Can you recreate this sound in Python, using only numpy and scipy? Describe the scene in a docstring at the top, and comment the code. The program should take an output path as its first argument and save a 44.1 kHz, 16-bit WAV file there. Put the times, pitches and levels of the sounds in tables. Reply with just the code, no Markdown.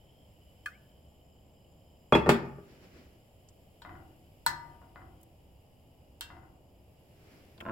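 """A small kitchen: a gas burner rumbles, hisses and whines under a steel frying pan; hard walls echo the blows.
Noise shaped by the burner tube makes the hiss; slowly wavering narrow-band noise makes the whines.
An oil bottle gulps (falling tone bursts, rising chirp), then lands on the counter, squeaks and rings.
A hand rustles (noise swells) and butter snaps; the pan clinks and rocks on its grate; something heavy bumps.
Blows are decaying sines plus dense noise bursts and wavefronts, low-passed by the softness of the contact."""
import sys
import numpy as np
from scipy import signal
from scipy.fft import rfft, irfft, next_fast_len
from scipy.io import wavfile

SR = 44100
rng = np.random.default_rng(int(sys.argv[2]) if len(sys.argv) > 2 else 0)


def dump_mix(stems):
    """Bounce the given channels to the path in sys.argv[1] as a 16-bit WAV at rate SR."""
    frames = np.atleast_2d(stems).T  # one column per channel
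    limited = np.clip(frames, -1, 1)  # hard clip at full scale
    pcm = np.round(limited * 32767).astype(np.int16)
    wavfile.write(sys.argv[1], SR, pcm)


N = 340055
T = np.arange(N) / SR
RING_T = T[:SR]
TOP_HZ = 15900  # upper band limit


def undb(db):
    """Decibels to amplitude ratio."""
    return 10 ** (np.asarray(db) / 20)


def at_hz(points, hz):
    """Read (hz, value) points on a log-frequency axis."""
    f, value = np.transpose(points)
    return np.interp(np.log(hz + 1), np.log(f), value)


def bins(size):
    """Frequencies of the real spectrum, in Hz."""
    return np.fft.rfftfreq(size, 1 / SR)


def colour(x, points):
    """Shape a spectrum by (hz, gain_db) points."""
    size = x.shape[-1]
    return irfft(rfft(x) * undb(at_hz(points, bins(size))), size)


def unit(x):
    """Scale to rms 1."""
    return x / np.sqrt(np.mean(x ** 2))


def unit_attack(x):
    """Scale to rms 1 over the first 20 ms."""
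    return x / np.sqrt(np.mean(x[..., :SR // 50] ** 2))


def fade(t60_s):
    """Exponential decay by 60 dB in t60_s."""
    return np.exp(-np.log(1000) * RING_T / np.maximum(t60_s, 1e-3))


def envelope(start_s, attack_s, hold_s, t60_s):
    """Linear rise, hold, exponential decay."""
    age_s = T - start_s
    rise = np.clip(age_s / attack_s, 0, 1)
    decay_db = -60 * np.clip((age_s - attack_s - hold_s) / t60_s, 0, 3)
    return rise * undb(decay_db)


def tone(start_s, pitch_hz, rise_hz_per_s=0):
    """Sine whose pitch moves at a steady rate from pitch_hz at start_s."""
    age_s = T - start_s
    return np.sin(2 * np.pi * (pitch_hz + rise_hz_per_s * age_s / 2) * age_s)


def wander(per_s):
    """Slow chance: normal random values, per_s of them a second, joined by straight lines."""
    return np.interp(T * per_s, np.arange(SR), rng.standard_normal(SR))


# left-right correlation of diffuse sound: hz, correlation
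DIFFUSE_CORRELATION = [(100, 0.94), (400, 0.84), (900, 0.31), (1600, 0.041), (5000, 0.088)]


def diffuse(size):
    """Stereo noise, alike in the bass and nearly unrelated in the treble."""
    likeness = np.clip(at_hz(DIFFUSE_CORRELATION, bins(size)), 0, 1)
    noise = rng.standard_normal((2, size))
    mid, side = rfft(noise) * np.sqrt([1 + likeness, 1 - likeness])
    return unit(irfft([mid + side, mid - side], size))


def convolve(x, response):
    """Filter by a response, cut to N samples."""
    return signal.fftconvolve(np.atleast_2d(x), np.atleast_2d(response), axes=-1)[:, :N]


def die_away(x, t60_points):
    """Let each frequency region fade at its own (hz, t60_s) rate."""
    spectrum, out = rfft(x), 0
    for band_hz, t60_s in t60_points:
        share = at_hz([(f, f == band_hz) for f, _ in t60_points], bins(SR))
        out = out + irfft(spectrum * share) * fade(t60_s)
    return out


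def ring(modes, spread=0.65):
    """Decaying sines: neighbours in opposite phase, high modes out of step between the ears."""
    out = 0
    for k, (hz, db, t60_s) in enumerate(modes):
        skew = spread * rng.standard_normal() * min(hz / 1500, 2) * np.array([[1], [-1]])
        mode = np.sin(2 * np.pi * hz * RING_T + skew) * fade(t60_s)
        out = out + (-1) ** k * undb(db) * mode
    soft_onset = 1 - fade(0.0045)
    return unit_attack(out * soft_onset)


def crack(points, travel_ms=0):
    """Causal first wavefront; bending waves delay it by travel_ms at 1 kHz, treble less, bass more."""
    hz = bins(SR)
    # fold the cepstrum: minimum phase
    cepstrum = irfft(at_hz(points, hz) * np.log(10) / 20)
    cepstrum[1:SR // 2] *= 2
    cepstrum[SR // 2:] = 0
    bending_rad = 4 * np.pi * abs(travel_ms) * np.sqrt(hz / 1000)
    return unit_attack(irfft(np.exp(rfft(cepstrum) - 1j * bending_rad)) * fade(0.8))


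# decay of small overtones: hz, t60_s
OVERTONE_DECAY = [(2500, 0.15), (6000, 0.18), (12000, 0.18)]


def body(points, t60_s, overtones_db=-6):
    """Countless small modes: a dense noise burst plus sparse random overtones that ring on."""
    hz = bins(SR)
    scattered = (rng.random(len(hz)) < 1 / 55) & (hz > 1100)
    overtones = die_away(unit(irfft(rfft(diffuse(SR)) * scattered)), OVERTONE_DECAY)
    burst = diffuse(SR) * fade(t60_s) + undb(overtones_db) * overtones
    return unit_attack(convolve(burst, crack(points))[:, :SR])


def strike(response, start_s, level_db, bright_hz):
    """One blow; two low-pass poles at bright_hz: a softer contact pushes longer, exciting less treble."""
    relax = np.exp(-2 * np.pi * bright_hz / SR)
    hit = signal.lfilter([(1 - relax) ** 2], [1, -2 * relax, relax ** 2], response) * undb(level_db)
    return np.pad(hit, ((0, 0), (int(start_s * SR), N)))[:, :N]


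# contact to contact: mode level spread, pitch spread as a share
SPOT_SCATTER_DB, LOAD_DETUNE = 3.5, .002


def new_spot(modes, ring_share):
    """Each contact loads the board anew: modes change level, shift slightly, keep ring_share of t60."""
    chance = rng.standard_normal((len(modes), 2))
    return [(hz * (1 + LOAD_DETUNE * a), db + SPOT_SCATTER_DB * b, t60_s * ring_share)
            for (hz, db, t60_s), (a, b) in zip(modes, chance)]


def place(x, side):
    """Direction: a level difference between the ears, by frequency."""
    size = next_fast_len(N + SR, real=True)
    tilt = undb(at_hz(side, bins(size)) / 2)
    return irfft(rfft(x, size) * [tilt, 1 / tilt], size)[:, :N]


# wall reflections: hz, t60_s
KITCHEN_DECAY = [(100, 0.66), (500, 0.52), (1500, 0.51), (4000, 0.28), (8000, 0.57), (15000, 0.2)]


def kitchen(build_s):
    """Room response of unit energy: noise that builds up quickly, then decays by frequency."""
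    tail = die_away(diffuse(SR), KITCHEN_DECAY) * (1 - np.exp(-(RING_T / build_s) ** 2))
    return unit(tail) / np.sqrt(SR)


# flame spectrum, relative: hz, level_db
FLAME_COLOUR = [(20, -10.5), (45, -6), (70, 2), (125, -3.5), (180, -8), (400, -14.5), (620, -12),
                (850, -18.5), (1100, -27.5), (1500, -38), (4000, -68.5)]
# gas hiss spectrum before the tube, relative: hz, level_db
JET_COLOUR = [(300, -5.5), (1400, -1.5), (2400, 6), (4000, -3.5), (6200, -5), (11000, 1.5), (15500, -1.5)]
# burner tube resonances: centre_hz, width_hz, gain_db
TUBE_MODES = [(3000, 990, 8.5), (5027, 820, 9), (7190, 480, 3), (11750, 1800, 4)]
# whines at time 0: pitch_hz, level_db
BURNER_WHINES = [(3060, -72.5), (5100, -82.5), (7300, -79.5)]
JET_DB, JET_WANDER_DB, JET_WANDER_PER_S = -72, 1.6, 1.5
WHINE_WIDTH_HZ, WHINE_WAVER_HZ, WHINE_SAG_HZ_PER_S, WHINE_FADE_DB_PER_S = 240, 50, 25, 0.97


def burner():
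    """Low flame noise, gas hiss through a resonant tube, and thin wavering whines that sag and fade."""
    flame = unit(colour(diffuse(N), FLAME_COLOUR)) * undb(-59.0)
    hz = bins(N)
    tube_db = sum(db / (1 + (2 * (hz - f) / width_hz) ** 2) for f, width_hz, db in TUBE_MODES)
    jet = irfft(rfft(colour(diffuse(N), JET_COLOUR)) * undb(tube_db), N)
    out = flame + unit(jet) * undb(JET_DB + JET_WANDER_DB * wander(JET_WANDER_PER_S))
    flutter = unit(irfft(rfft(diffuse(N)) / (1 + (2 * hz / WHINE_WIDTH_HZ) ** 2), N))
    for start_hz, db in BURNER_WHINES:
        whine_hz = start_hz - WHINE_SAG_HZ_PER_S * T + WHINE_WAVER_HZ * wander(per_s=8.9)
        swell_db = db - WHINE_FADE_DB_PER_S * T + JET_WANDER_DB * wander(JET_WANDER_PER_S)
        carrier = np.sin(2 * np.pi * np.cumsum(whine_hz) / SR)
        own_flutter = np.roll(flutter, rng.integers(N), axis=1)
        out = out + own_flutter * carrier * undb(swell_db)
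    return out


# sheet-metal stove top, relative: hz, level_db
STOVE_COLOUR = [(50, -0.5), (110, 4), (220, -12), (340, 2), (500, -29), (750, -0.5), (1200, -54)]
BOOM_RISE_S, BOOM_T60_S = 0.013, 1
BOOM_ROCK_DB, BOOM_CLINK_DB = 1.5, -22.5  # added to the level of the blow that shakes it


def stove_top():
    """Blows on the pan pass down through the grate; the sheet metal answers with a slow-rising low boom."""
    boom = unit(colour(diffuse(SR), STOVE_COLOUR))
    boom = boom * (1 - np.exp(-RING_T / BOOM_RISE_S)) * fade(BOOM_T60_S)
    rocked = sum(strike(boom, s, db + BOOM_ROCK_DB, hz) for s, db, hz in PAN_ROCKS)
    clinked = sum(strike(boom, s, db + BOOM_CLINK_DB, hz) for s, db, hz, _ in PAN_CLINKS)
    return rocked + clinked


# hand reaching in and drawing back: peak_s, level_db, rise_s
HAND_SWELLS = [(2.715, -57.5, 0.068), (2.839, -55.5, 0.036), (2.97, -55.5, 0.067), (7.32, -58, 0.15)]
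# rustle spectrum, relative: hz, level_db
HAND_COLOUR = [(100, 8.5), (350, 15), (900, -2), (2400, 1), (3800, -8.5), (5200, -5.5), (8000, -21),
               (16000, -22)]
# butter snaps in the oil, then dry clicks: start_s, level_db, centre_hz
BUTTER_TICKS = [(3.487, -54.5, 7000), (5.212, -57, 13200), (5.2309, -51, 13100), (7.5787, -55, 3730),
                (7.604, -40.5, 2800), (7.609, -41, 2600)]
HAND_FALL_RATIO = 1.73  # fall time / rise time


def butter():
    """The hand's rustle, noise that swells and falls with each move, plus short band-noise ticks."""
    power = 0
    for s, db, rise_s in HAND_SWELLS:
        width_s = np.where(T < s, rise_s, rise_s * HAND_FALL_RATIO)
        power = power + (undb(db) * np.exp(-abs(T - s) / width_s)) ** 2
    out = unit(colour(diffuse(N), HAND_COLOUR)) * np.sqrt(power)
    for s, db, hz in BUTTER_TICKS:
        snap = colour(diffuse(SR), [(hz / 3, -20), (hz / 1.1, 0), (1.3 * hz, -2), (1.4 * hz, -24)])
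        out = out + strike(unit(snap) * fade(0.035), s, db, TOP_HZ)
    return out


# something heavy shifted along the worktop: start_s, level_db, bright_hz
WORKTOP_BUMPS = [(7.581, -58, 902), (7.610, -51.5, 2500), (7.6238, -45.5, 683), (7.6525, -47, 2300),
                 (7.663, -42, 1810), (7.678, -42, 900), (7.686, -41.5, 1820), (7.6951, -39, 1500),
                 (7.704, -41.5, 900)]
# its main modes, t60 before ring_share: hz, level_db, t60_s
WORKTOP_BUMP_MODES = [(94, -4, 0.22), (224, -7, 0.26), (353, 0.5, 0.14), (682, 7.5, 0.2),
                      (1044, 12.5, 0.11), (1345, 5, 0.12), (1603, 7.5, 0.044), (2830, 0, .08),
                      (3530, -5, .09)]
# its dense modes and front: hz, level_db
WORKTOP_BUMP_BODY = [(100, 1), (480, 0), (700, 8), (1600, -0.5), (2800, -9), (4500, -24), (12000, -27)]


def bumps():
    """A quick run of hollow bumps: freshly scattered modes behind one shared sharp front."""
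    front = body(WORKTOP_BUMP_BODY, t60_s=0.08) * undb(-6) + crack(WORKTOP_BUMP_BODY, travel_ms=0.8)
    out = 0
    for s, db, hz in WORKTOP_BUMPS:
        modes = ring(new_spot(WORKTOP_BUMP_MODES, ring_share=0.96), spread=1.0)
        out = out + strike(modes * undb(3.0) + front, s, db, hz)
    return out


# pan rocking on the grate: start_s, level_db, bright_hz
PAN_ROCKS = [(3.8492, -50.5, 4160), (3.893, -53, 3250), (3.953, -56.5, 2500), (4.652, -57, 1200),
             (4.816, -57.5, 1200), (4.958, -53.5, 4500), (5.018, -56.5, 1800), (6.302, -54, 3490),
             (6.367, -60, 2400), (6.432, -62, 1600)]
# iron bars, main modes: hz, level_db, t60_s
BAR_MODES = [(776, -0.5, 0.084), (920, -14.5, 0.53), (1422, 1, 0.058), (2040, -4, 0.093)]
# iron bars, dense modes and wavefront: hz, level_db
BAR_BODY = [(450, -17.5), (800, 1.5), (1500, -6), (2100, -10), (2700, -18.5), (4500, -25.5), (9000, -65)]
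# direction of grate and pan: hz, left_minus_right_db
STOVE_DIRECTION = [(150, 4), (650, 8.5), (1600, 4.5), (3000, -0.5), (9000, 0.5)]


def grate():
    """Dull clacks of the pan's base on iron bars: few modes, a short rattle and a spread wavefront."""
    wavefront = crack(BAR_BODY, travel_ms=1.044) * undb(0.5)
    rattle = body(BAR_BODY, t60_s=.06, overtones_db=-12) * undb(-9)
    out = 0
    for s, db, hz in PAN_ROCKS:
        response = ring(BAR_MODES, spread=0.51) * undb(-2) + rattle + wavefront
        out = out + strike(response, s, db, hz)
    return place(out, STOVE_DIRECTION)


# taps on the pan: start_s, level_db, bright_hz, place (0 rim - 1 wall)
PAN_CLINKS = [(3.819, -49, 3520, 0.54), (4.463, -26.5, 14300, 0.17), (6.209, -40, 16200, 0.74)]
# steel pan, main modes, the two lowest being low booms of the grate and stove top: hz, rim_db, wall_db, t60_s
STEEL_MODES = [(42.7, -32, -7.5, 1.1), (149.4, -22, -32, 0.66), (940, 12, -4, 0.069), (940, -10, -18, 0.9),
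               (943, -13, -24, 0.34), (1200, -16, -44, 0.7), (1500, 10, -1.5, 0.026),
               (1640, -26, -12, 0.38), (1707, -8, -40, 0.36), (1760, -7, -34, 0.33), (1895, -7, -36, 0.3),
               (2000, -9, -31, .33), (2735, -50, 6, 0.33), (3052, -40, 14, 0.15), (3250, -22, 12, 0.12),
               (3700, -9, 19, 0.03), (4215, 4, 0, 0.06), (5340, -18, -4, 0.08), (7900, -2, -11, 0.07)]
# steel pan, dense modes: hz, level_db
STEEL_BODY = [(100, -83), (500, -39), (900, 20.5), (1900, 16), (2400, 11), (4000, 15), (6200, 13),
              (8200, 12.5), (16000, 8)]
# instant of contact: hz, level_db
STEEL_CLICK = [(600, -29), (1100, -4.5), (3700, -4.5), (6000, -16), (8500, 8.5), (12500, 14.5), (16000, 2)]


def pan():
    """Hard taps on steel: a sharp click, a metallic wash, and modes weighted by where the tap lands."""
    out = 0
    for s, db, hz, wall in PAN_CLINKS:
        wash = body(STEEL_BODY, t60_s=0.084, overtones_db=-2)
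        splash = wash * undb(-7.5) + crack(STEEL_CLICK, travel_ms=0.763) * undb(-7.0)
        modes = [(f, rim_db + wall * (wall_db - rim_db), t60_s)
                 for f, rim_db, wall_db, t60_s in STEEL_MODES]
        response = ring(modes, spread=0.47) * undb(2.5 - 6 * wall) + splash * undb(5.86 * wall)
        out = out + strike(response, s, db, hz)
    return place(out, STOVE_DIRECTION)


# bottle spout pop: hz, level_db, t60_s
POP_MODES = [(1200, -2.5, 0.088), (1735, 1.5, 0.079), (2500, -1.5, 0.095), (3150, 1, 0.037),
             (4360, -13.5, 0.084), (8670, -6.5, 0.043)]
GULP_S, GULP_HZ, GULP_DB = .659, 1690, -26.5  # first bubble
BUBBLE_GAP_S, BUBBLE_STEP_HZ, BUBBLE_STEP_DB = 0.011, -105, -6
BUBBLE_ATTACK_S, BUBBLE_HOLD_S, BUBBLE_T60_S = 0.0022, 0.002, 0.016
RUNBACK_S, RUNBACK_HZ, RUNBACK_RISE_HZ_PER_S, RUNBACK_DB = .695, 1710, 9400, -62
RUNBACK_ATTACK_S, RUNBACK_HOLD_S, RUNBACK_T60_S = .022, .042, .06


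def spout(count=3):
    """Air gulped through the spout: a pop, bubbles falling in pitch, a faint rising chirp as oil runs back."""
    pop_body = body([(600, -14), (1500, 16.0), (4000, -4), (12000, -5)], t60_s=0.046)
    out = strike(ring(POP_MODES) + pop_body * undb(-5.0), GULP_S, level_db=-40.5, bright_hz=12000)
    for k in range(count):
        start_s = GULP_S + k * BUBBLE_GAP_S
        bubble = tone(start_s, GULP_HZ + k * BUBBLE_STEP_HZ)
        bubble = bubble * envelope(start_s, BUBBLE_ATTACK_S, BUBBLE_HOLD_S, BUBBLE_T60_S)
        out = out + bubble * undb(GULP_DB + k * BUBBLE_STEP_DB)
    chirp = tone(RUNBACK_S, RUNBACK_HZ, RUNBACK_RISE_HZ_PER_S)
    chirp = chirp * envelope(RUNBACK_S, RUNBACK_ATTACK_S, RUNBACK_HOLD_S, RUNBACK_T60_S)
    sputter = undb(3 * wander(per_s=260))
    return out + chirp * sputter * undb(RUNBACK_DB)


# two close glass modes left ringing: start_s, level_db, t60_s
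BOTTLE_RINGS = [(2.135, -41, 0.6), (2.293, -34, .2)]
SKID_S, SKID_HZ, SKID_DB = 2.129, 3340, -23.5
GLASS_BEAT_HZ = 18


def glass():
    """The base squeaks as it skids; two close modes ring and beat, struck again as the bottle settles."""
    squeak = tone(SKID_S, SKID_HZ) * envelope(SKID_S, attack_s=0.0077, hold_s=0.013, t60_s=.045)
    out = squeak * undb(SKID_DB)
    for s, db, t60_s in BOTTLE_RINGS:
        pair = (tone(s, SKID_HZ) + tone(s, SKID_HZ + GLASS_BEAT_HZ)) / 2
        out = out + pair * envelope(s, attack_s=0.012, hold_s=0, t60_s=t60_s) * undb(db)
    return out


# blows on the counter: start_s, level_db, bright_hz, bass_db (low on an edge, high when flat)
COUNTER_KNOCKS = [(2.1232, -13, 1780, -3.5), (2.137, -22.5, 242, 4), (2.1504, -15, 2300, -6.5),
                  (2.177, -25, 220, 5.5), (2.261, -26.5, 1476, -6.5), (2.2675, -22.5, 898, -2),
                  (2.278, -17, 450, -1), (2.291, -13.5, 5070, -6.5), (2.312, -17.5, 260, -2),
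                  (2.401, -33, 454, -6), (2.583, -41, 602, -3)]
# counter and bottle, t60 before ring_share: hz, level_db, t60_s
BOARD_MODES = [(69, -17, .35), (137.5, -1.5, .3), (181, -3.5, .26), (229.5, -3, .25), (266, -12, .25),
               (332, -3, .24), (397, -5.5, .19), (472, -18, .17), (618, -3, .15), (852, -4, .16),
               (884, -2, .2), (926, -7, .2), (1075, -3, .09), (1165, -1, .17), (1410, -13, .15),
               (1824, -4, .13), (2158, -6, .18), (2455, 1, .08), (2676, -8, .25), (3721, -17, .16),
               (4312, -12, .11), (5135, -16, .16)]
# their dense short-lived modes: hz, level_db
BOARD_BODY = [(100, -22), (500, -10), (1100, 5), (2400, 3), (3300, -3), (6500, -5.5), (8000, -3.5),
              (12000, -4.5), (16000, -5.5)]
# first bending wave of the worktop: hz, level_db
BOARD_THUD = [(50, -27.5), (130, -12), (350, 12.5), (900, 6.5), (1500, -2), (2500, -20.5), (5000, -35)]
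# counter direction: hz, left_minus_right_db
COUNTER_DIRECTION = [(150, 1.5), (1000, 1), (1700, -0.5)]
EDGE_CRACK = .35  # dB more crack per dB less bass


def counter():
    """Worktop thuds, each with its own rattle: the bottle's edge cracks sharply, its flat base thumps."""
    wavefront = crack(BOARD_THUD, travel_ms=1.179) * undb(-7.0)
    out = 0
    for s, db, hz, bass_db in COUNTER_KNOCKS:
        rattle = body(BOARD_BODY, t60_s=0.07, overtones_db=-3) * undb(-6.5)
        front = wavefront * undb(-EDGE_CRACK * bass_db)
        modes = ring(new_spot(BOARD_MODES, ring_share=0.79), spread=0.8) * undb(-2.5)
        response = modes + front + rattle
        bass = signal.lfilter(*signal.butter(1, 350, fs=SR), response)
        out = out + strike(response + (undb(bass_db) - 1) * bass, s, db, hz)
    return place(out, COUNTER_DIRECTION)


def scene():
    """All sources directly, plus blows, squeak and gulp off the walls, which return less treble."""
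    thuds, squeak, clinks, clacks, gulp = counter() + bumps(), glass(), pan(), grate(), spout()
    to_room = thuds * undb(-15.5) + squeak * undb(-26) + clinks * undb(-14.5)
    to_room = to_room + clacks * undb(-7.5) + gulp * undb(-25)
    to_room = colour(to_room, [(5000, 7.5), (8000, -13.5), (13000, -13.5)])
    echoes = convolve(to_room, kitchen(build_s=0.00053))
    direct = thuds + squeak + clinks + clacks + gulp
    return direct + stove_top() + butter() + burner() + echoes


# treble of the left channel taken from the right: hz, share
SHARED_TREBLE = [(5800, 0), (7200, 1)]
PORT_LAG_S = .000258


def record(dry):
    """Treble comes from one port (right), reaching the left channel slightly late; cuts above TOP_HZ."""
    size = next_fast_len(N + SR, real=True)
    hz = bins(size)
    left, right = rfft(dry, size)
    turn_rad = at_hz(SHARED_TREBLE, hz) * np.pi / 2
    late_right = right * np.exp(-2j * np.pi * hz * PORT_LAG_S)
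    left = left * np.cos(turn_rad) + late_right * np.sin(turn_rad)
    top_cut = signal.ellip(8, .2, 70, TOP_HZ, fs=SR, output="sos")
    return signal.sosfilt(top_cut, irfft([left, right], size)[:, :N])


dry = scene()
out = record(dry)
dump_mix(out)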